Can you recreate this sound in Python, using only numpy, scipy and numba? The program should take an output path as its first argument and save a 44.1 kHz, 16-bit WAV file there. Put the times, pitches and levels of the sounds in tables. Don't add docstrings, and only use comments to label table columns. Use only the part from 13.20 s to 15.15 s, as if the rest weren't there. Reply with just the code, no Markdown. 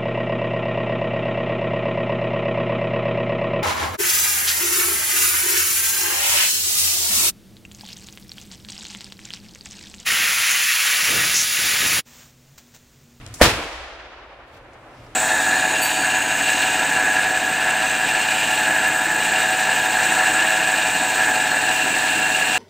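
import sys
import numpy as np
from scipy import signal
from scipy.fft import rfft, irfft, next_fast_len
from scipy.io import wavfile
from numba import njit

SR = 44100
rng = np.random.default_rng(int(sys.argv[2]) if len(sys.argv) > 2 else 0)


def dump(signal):
    limited = np.clip(np.atleast_2d(signal).T, -1, 1)
    pcm = np.round(limited * 32767).astype(np.int16)
    wavfile.write(sys.argv[1], SR, pcm)


N = 85995
FIRE_S = 0.2136

# (frequency [Hz], side minus mid [dB])
WIDTH = [(60, -28.5), (200, -21.5), (700, -12.5), (1300, -8), (2400, -2), (4400, -0.5)]
# (frequency [Hz], octave level [dB])
AIR = [(30, -50), (70, -52), (120, -46), (175, -54.5), (260, -45), (400, -56.5), (800, -52.5), (2800, -53),
       (4500, -57.5), (8000, -60), (15000, -69.5)]
# (frequency [Hz], level [dB])
DRONE = [(119, -46), (264, -48.5)]
# (peak time [s], half-length [s], level [dB])
RUSTLES = [(1.34, 0.064, -46.5), (1.798, 0.083, -58)]
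# (frequency [Hz], relative octave level [dB])
RUSTLE_COLOUR = [(1500, -2), (3500, 0), (5200, -7), (6800, -5), (9000, -13.5), (15000, -12)]
# (peak time [s], half-length [s], level [dB])
SQUEAKS = [(1.78, 0.065, -58), (1.868, 0.0063, -54)]
# (time [s], level [dB], t60 [s])
CLICKS = [(0.0641, -30, 0.011), (0.0754, -42, 0.013), (0.084, -49, 0.063), (0.1409, -40, 0.022),
          (1.532, -45.5, 0.078)]
# (frequency [Hz], relative octave level [dB])
CLICK_COLOUR = [(1000, -18.5), (3000, -9), (4600, 0), (5800, -2), (8000, -1.5), (11000, -28), (16000, -15)]
# (frequency [Hz], relative octave level [dB])
FIZZ_COLOUR = [(2000, -26), (3700, -23.5), (4700, -4.5), (8000, 0.5), (11000, -11), (16000, -8.5)]
# (frequency [Hz], octave level [dB], t60 [s])
WOODS = [(35, -26.5, 3.2), (62, -17.5, 2.6), (110, -45.5, 2.1), (173, -49, 9.6), (350, -22, 4.39),
         (750, -14.5, 3.345), (1410, -13.5, 2.96), (2700, -12.5, 2.194), (5351, -13, 1.486),
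         (8760, -12.5, 0.83), (15000, -18, 0.59)]
# (frequency [Hz], relative octave level [dB], t60 [s])
YARD = [(35, -12, 0.41), (65, -20.5, .75), (150, -19.5, 0.23), (300, -1.5, 0.64), (700, -1, .66),
        (1400, 1.5, 0.63), (2770, 1.5, 0.69), (5600, 0.5, 0.43), (13000, -15, .47)]
# (frequency [Hz], octave level [dB], t60 [s])
SLAP = [(40, -6, 0.41), (250, -6.5, 0.55), (700, 5.5, 0.16), (2000, -2.5, 0.25), (4870, 0.5, 0.26),
        (14000, -6, 0.12)]
# (delay [s], relative level [dB])
WALLS = [(.0044, -5.5), (0.028, -20.5), (.047, -24)]
# (frequency [Hz], level [dB], t60 [s])
BLAST_TONES = [(62.3, 4, 0.17), (568, 19, 0.032), (241.8, -9, .2), (310, 5.5, 0.1), (1809, -5.5, 0.062),
               (3032, -13, .45), (3572, -17.5, .25), (5144, -4.5, 0.073), (5356, -16.5, .4)]
# (frequency [Hz], gain [dB])
CAMERA_TONE = [(30, 5.5), (62, 2.5), (100, 3), (150, 0.5), (215, -4.5), (330, -1), (410, -3.5), (520, 0.5),
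               (1000, -0.5), (2500, 2.5), (6000, 0.5), (11000, 2), (16000, -2)]


def undb(db):
    return 10 ** (np.asarray(db) / 20)


def since(start):
    return np.maximum(np.arange(N) / SR - start, 0)


def fade(start, t60):
    t = since(start)
    return (t > 0) * np.exp(-np.log(1000) * t / t60)


def swells(table):
    return sum(undb(db) * np.exp(-((since(0) - peak) / half) ** 2) for peak, half, db in table)


def lookup(hz, table, column=1):
    table = np.array(table, float)
    return np.interp(np.log(np.maximum(hz, 1)), np.log(table[:, 0]), table[:, column])


def wander(turns_per_s):
    return np.interp(since(0) * turns_per_s, np.arange(512), rng.standard_normal(512))


def bands():
    size = next_fast_len(N, True)
    hz = np.maximum(np.arange(size // 2 + 1) * SR / size, 1)
    mid, side = rfft(rng.standard_normal((2, size)))
    width = undb(lookup(hz, WIDTH))
    stereo = mid + np.array([[1], [-1]]) * width * side
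    pink = stereo * np.sqrt(SR / (2 * np.log(2) * hz * (1 + width ** 2)))
    for centre in 31 * 2 ** (np.arange(19) / 2):
        window = np.maximum(1 - 2 * abs(np.log2(hz / centre)), 0)
        yield centre, irfft(pink * window, size)[:, :N]


def resonant_noise(hz, width_hz):
    x = signal.lfilter(*signal.iirpeak(hz, hz / width_hz, fs=SR), rng.standard_normal(N))
    x = signal.sosfilt(signal.butter(2, 2 * hz, fs=SR, output="sos"), x)
    return x / x.std()


def colour(x, table, size=2048):
    hz = np.arange(size + 1) * SR / (2 * size)
    cepstrum = irfft(np.log(undb(lookup(hz, table))))[:size]
    response = irfft(np.exp(rfft(2 * cepstrum, 2 * size) - cepstrum[0]))[:size]
    return signal.fftconvolve(x, response[None], axes=1)[:, :N]


@njit
def follow(x, threshold, attack, hold, release):
    out, level, wait = np.empty(len(x)), 0., 0.
    for i in range(len(x)):
        wait -= 1
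        if x[i] > level:
            level += (x[i] - level) * attack
            wait = hold
        elif wait < 0:
            level *= release
        out[i] = max(level, threshold)
    return out


def duck(x, threshold, attack_s, lag_s, hold_s=0.55, release_db_per_s=9):
    sensed = np.interp(since(0) - lag_s, since(0), abs(x).max(axis=0))
    release = float(undb(-release_db_per_s / SR))
    return x * threshold / follow(sensed, threshold, 1 / (attack_s * SR), hold_s * SR, release)


def outdoors():
    drone = sum(undb(db + 1.5 * wander(12)) * np.sin(2 * np.pi * hz * since(0) + 0.8 * wander(14))
                for hz, db in DRONE)
    return drone + sum(noise * undb(lookup(hz, AIR) - 0.6 * wander(8)) for hz, noise in bands())


def handling():
    knock = undb(-38.5) * fade(0.0138, t60=0.021) * resonant_noise(1600, width_hz=990)
    rubbing = swells(RUSTLES) * undb(4.6 * wander(72))
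    rustle = rubbing * sum(noise * undb(lookup(hz, RUSTLE_COLOUR)) for hz, noise in bands())
    squeaks = swells(SQUEAKS) * resonant_noise(5150, width_hz=650)
    return knock + rustle + squeaks


def igniter():
    clicks = sum(undb(db) * fade(start, t60) for start, db, t60 in CLICKS)
    fizz = undb(-35) * fade(0.1402, t60=0.13)
    return sum(noise * (clicks * undb(lookup(hz, CLICK_COLOUR)) + fizz * undb(lookup(hz, FIZZ_COLOUR)))
               for hz, noise in bands())


def rush():
    from_shot_s = abs(since(0) - FIRE_S)
    air = undb(-15) * resonant_noise(1000, width_hz=770) * np.exp(-from_shot_s / 0.0052)
    pre_hiss = undb(-37) * np.exp(-from_shot_s / 0.029)
    jet = undb(-9) * fade(FIRE_S, t60=0.04)
    return air + sum(noise * (pre_hiss * undb(lookup(hz, FIZZ_COLOUR)) + jet * (hz > 1000))
                     for hz, noise in bands())


def scatter(start, table, build_s, clumps_per_s, clump_db, tilt_db_per_octave=0):
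    clumps = undb(clump_db * wander(clumps_per_s))
    build = 1 - np.exp(-since(start) / build_s)
    tail = 0
    for hz, noise in bands():
        db = lookup(hz, table) + tilt_db_per_octave * max(np.log2(hz / 1000), 0)
        tail += noise * undb(db) * fade(start, t60=lookup(hz, table, column=2))
    return clumps * build * tail


def blast(start, push_s=0.0012):
    t = since(start)
    front = undb(18) * (t > 0) * (1 - t / push_s) * np.exp(-t / push_s)
    ring = sum(undb(db) * fade(start, t60) * np.sin(2 * np.pi * hz * t) for hz, db, t60 in BLAST_TONES)
    return -(front + ring)


def scene():
    bang = blast(FIRE_S) + sum(undb(db) * blast(FIRE_S + delay) for delay, db in WALLS)
    slap = scatter(FIRE_S, SLAP, build_s=0.023, clumps_per_s=200, clump_db=2.5)
    yard = undb(-3) * scatter(FIRE_S, YARD, build_s=0.0044, clumps_per_s=110, clump_db=3)
    house = undb(-12.5) * scatter(FIRE_S + 0.163, YARD, build_s=0.0044, clumps_per_s=280,
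                                  clump_db=3.5, tilt_db_per_octave=-5.5)
    woods = scatter(FIRE_S, WOODS, build_s=0.039, clumps_per_s=70, clump_db=1.3)
    return igniter() + rush() + bang + slap + yard + house + woods + handling() + outdoors()


def record(dry):
    low_cut = signal.butter(1, 48, "high", fs=SR, output="sos")
    top_cut = signal.ellip(10, 0.2, 70, 15900, fs=SR, output="sos")
    overloaded = signal.sosfilt(low_cut, np.clip(dry, -0.88, 0.88))
    limited = duck(overloaded, threshold=0.43, attack_s=0.0014, lag_s=0.004)
    ridden = duck(limited, threshold=0.045, attack_s=0.19, lag_s=0.037)
    return signal.sosfilt(top_cut, np.clip(colour(ridden, CAMERA_TONE), -1, 1))


dry = scene()
out = record(dry)
dump(out)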